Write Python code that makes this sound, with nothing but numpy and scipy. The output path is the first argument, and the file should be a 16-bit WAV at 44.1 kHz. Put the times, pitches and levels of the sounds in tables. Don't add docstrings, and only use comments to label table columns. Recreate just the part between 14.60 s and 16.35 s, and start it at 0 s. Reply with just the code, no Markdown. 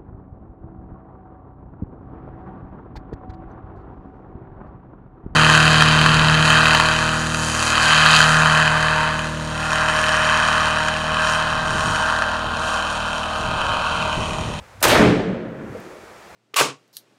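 import sys
import numpy as np
from scipy import signal
from scipy.fft import rfft, irfft, next_fast_len
from scipy.io import wavfile
from scipy.ndimage import uniform_filter1d, map_coordinates

SR = 44100
rng = np.random.default_rng(int(sys.argv[2]) if len(sys.argv) > 2 else 0)


def convert_level_to_amplitude(level_db):
    exponent = np.asarray(level_db, float) / 20
    return 10 ** exponent


def output_pcm(signal):
    pcm = np.clip(np.atleast_2d(signal).T, -1, 1) * 32767
    wavfile.write(sys.argv[1], SR, np.round(pcm).astype(np.int16))


N = 77175

SHOT_S = 0.2262
TOP_HZ = 16100


def unit(x):
    return x / np.sqrt(np.mean(x ** 2) + 1e-20)


def along(points, hz):
    f, v = np.transpose(points)
    return np.interp(np.log(hz + 1), np.log(f + 1), v)


def curve(rows):
    return np.interp(np.arange(N) / SR, *np.transpose(rows))


def wobble(rate):
    knots = rng.standard_normal(int(N * rate / SR) + 4)
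    return map_coordinates(knots, [np.arange(N) * rate / SR])


def filtered(x, response):
    m = next_fast_len(N + SR // 2)
    return irfft(rfft(x, m) * response(np.fft.rfftfreq(m, 1 / SR)), m)[..., :N]


def swell(t, rise, t60):
    t = np.maximum(t, 0)
    return (1 - np.exp(-t / rise)) * convert_level_to_amplitude(-60 * t / t60)


def clusters(rows, rise, blast_share, smear=0):
    blast_s = 0.00072
    u = np.arange(400) / SR / blast_s
    blast = (1 - u) * np.exp(-u)
    t, out = np.arange(N) / SR, np.zeros(N)
    for start, db, low_hz, high_hz, t60 in rows:
        noise, size = rng.standard_normal((2, N))
        hits = size ** 3 * (np.abs(size) > 2)
        pulses = np.convolve(hits, blast)[:N]
        edges = [low_hz, min(high_hz, TOP_HZ)]
        band = signal.butter(N=2, Wn=edges, btype='band', fs=SR, output='sos')
        mixed = noise + blast_share * unit(pulses)
        sound = unit(signal.sosfilt(np.vstack([band, band]), mixed))
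        out += convert_level_to_amplitude(db) * swell(t - start, rise + smear * (start - SHOT_S), t60) * sound
    return out


# start in seconds, level in dB,
# lowest and highest frequency in Hz, time to fade by 60 dB in seconds.
ECHOES = [(.2262, 13, 697, 15700, 0.13), (.231, 9, 395, 3770, 0.066), (.238, 14, 430, 7440, 0.08),
          (.251, 7.5, 383, 2290, 0.39), (.277, 4, 120, 14500, 0.3), (.29, 9.5, 970, 4630, 0.32),
          (.315, 8.5, 395, 943, 0.49), (.34, 5.5, 864, 2620, 0.48), (.4, 6.5, 382, 3440, 0.35),
          (.42, 9, 231, 379, 0.3), (.52, -13, 300, 3460, 0.51), (.59, -4.5, 393, 836, 0.26),
          (.665, -3.5, 55, 720, 0.26)]


def blast_and_echoes():
    crackle_db, crackle_s = 3, 0.08
    away = np.abs(np.arange(N) / SR - SHOT_S)
    crackle = crackle_db * np.exp(-away / crackle_s) * wobble(250)
    return clusters(ECHOES, rise=0.0008, blast_share=0.96, smear=0.04) * convert_level_to_amplitude(crackle)


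# frequency in Hz, level in dB per Hz.
TAIL = [(25, 0), (60, -10), (150, 2), (400, 3.5), (1000, -16), (3000, -14.5), (9000, -22.5), (16000, -42)]
# frequency in Hz, rise time in seconds.
TAIL_RISE = [(100, 0.16), (400, 0.15), (1000, 0.013), (10000, 0.05)]
# frequency in Hz, time to fade by 60 dB in seconds.
DECAY = [(60, 0.88), (200, 1.035), (600, 1.043), (1500, 1.212), (2600, 0.88), (5000, 0.66), (9000, 0.54),
         (15000, 0.31)]


def tail():
    hz, t, z = signal.stft(rng.standard_normal(N), SR, nperseg=256)
    colour = convert_level_to_amplitude(along(TAIL, hz))[:, None]
    colour = colour / np.sqrt(np.mean(colour ** 2))
    patches = uniform_filter1d(rng.standard_normal(z.shape), size=9, axis=0)
    patches = unit(uniform_filter1d(patches, size=8, axis=1))
    shape = swell(t - SHOT_S, along(TAIL_RISE, hz)[:, None], along(DECAY, hz)[:, None])
    z = z * colour * shape * convert_level_to_amplitude(0.62 * patches)
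    sound = signal.istft(z, SR, nperseg=256)[1][:N]
    return convert_level_to_amplitude(16.5) * sound * (np.arange(N) > SHOT_S * SR)


# frequency in Hz, level in dB,
# change of level in dB per second on top of the shared fade.
ROOF = [(130.4, -6.5, -4.5), (177.9, -1.5, 2.5), (218.1, 0.5, -1), (259.8, -3.5, -26), (291.6, 2.5, -14.5),
        (349.6, -9.5, 4), (390, -6.5, -2), (437.8, -4, -8), (498, -12, 8), (535, -6.5, -7.5),
        (624, -4.5, -17)]
# time in seconds, level in dB.
ROOF_LEVEL = [
    (.37, -22),
    (.41, 3.5),
    (.46, -1),
    (.56, -8.5),
    (.7, -13.5),
    (.8, -21),
    (1.0, -30.5),
    (1.2, -47),
    (1.3, -63),
]


def roof():
    waver_hz, flutter_db = 9, 4.5
    t = np.arange(N) / SR
    peak_s = ROOF_LEVEL[1][0]
    ring = np.zeros(N)
    for hz, db, fade in ROOF:
        level = convert_level_to_amplitude(db + fade * (t - peak_s) + flutter_db * wobble(22.19))
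        pitch = hz + waver_hz * wobble(29.91)
        ring += level * np.sin(2 * np.pi * np.cumsum(pitch) / SR)
    return convert_level_to_amplitude(curve(ROOF_LEVEL)) * ring * (t > SHOT_S)


# start in seconds, level in dB, lowest and highest frequency in
# Hz, time to fade by 60 dB in seconds.
LEAD = [
    (.204, -39.5, 1000, 15000, 0.1),
    (.214, -25.5, 100, 1740, 0.11),
]


def lead_in():
    return clusters(LEAD, rise=0.00067, blast_share=0)


# start in seconds, level in dB,
# lowest and highest frequency in Hz, time to fade by 60 dB in seconds.
CASE = [
    (.905, -42, 10900, 15000, 0.0041),
    (1.2022, -44, 9900, 16000, 0.0087),
    (1.2028, -66, 400, 8000, 0.013),
]


def spent_case():
    return clusters(CASE, rise=0.00027, blast_share=0)


# start in seconds, level in dB,
# lowest and highest frequency in Hz, time to fade by 60 dB in seconds.
FAR = [
    (.98, -24, 150, 450, .3),
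    (1.095, -27, 70, 140, .15),
    (1.149, -29, 430, 640, .1),
    (1.22, -38, 300, 400, .4),
    (1.3, -40, 300, 680, 1.2),
]


def far_trees():
    return clusters(FAR, rise=0.004, blast_share=0.96)


# frequency in Hz, level in dB per Hz.
HISS = [(30, -10), (320, -8), (550, 1.5), (1400, -2), (2400, -7), (3000, -13.5), (7000, -18), (15500, -31)]
# frequency in Hz, level in dB per Hz.
RUMBLE = [(25, -30), (65, 1.5), (110, -7.5), (170, -15), (300, -24), (1000, -73)]
# time in seconds, level in dB.
GUSTS = [
    (0, -42),
    (.03, -46),
    (.1, -52),
    (.15, -48),
    (.18, -41),
    (.22, -44),
    (.5, -45),
    (1.2, -56),
    (1.75, -58),
]


def air():
    hiss = unit(filtered(rng.standard_normal(N), lambda f: convert_level_to_amplitude(along(HISS, f))))
    low = unit(filtered(rng.standard_normal(N), lambda f: convert_level_to_amplitude(along(RUMBLE, f))))
    hiss_level = convert_level_to_amplitude(-46 + 0.37 * wobble(9.4))
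    gust_level = convert_level_to_amplitude(curve(GUSTS) + 4.9 * wobble(9.9))
    return hiss_level * hiss + gust_level * low


def scene():
    small = lead_in() + spent_case()
    answers = blast_and_echoes() + far_trees() + tail() + roof()
    return (answers + small + air())[None]


def low_pass(x):
    return signal.sosfilt(signal.butter(12, 17000, fs=SR, output="sos"), x)


# time in seconds, gain in dB.
GAIN = [
    (0, -2.5),
    (.2245, -2.5),
    (.2262, -23),
    (.46, -17),
    (.66, -17),
    (.9, -11.5),
    (1.18, 1.5),
    (1.4, 0.5),
    (1.75, 2),
]


def record(dry):
    limit_db, limit_s = -6.5, 0.0065
    clip, hardness = 0.7, 6
    low_hz, edge_hz = 35, 400
    x = dry * convert_level_to_amplitude(curve(GAIN))
    shift = round(limit_s * SR / 2) - 2
    power = np.abs(uniform_filter1d(x ** 2, round(limit_s * SR), axis=1, origin=shift))
    x = x / np.sqrt(np.sqrt(1 + (power / convert_level_to_amplitude(limit_db) ** 2) ** 2))
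    x = x / (1 + np.abs(x / clip) ** hardness) ** (1 / hardness)

    def band_limits(f):
        treble = np.sin(np.pi / 2 * np.clip((TOP_HZ - f) / edge_hz, 0, 1)) ** 2
        bass = (1j * f / (low_hz + 1j * f)) ** 2
        return treble * bass

    return low_pass(filtered(x, band_limits))


dry = scene()
out = record(dry)
output_pcm(out)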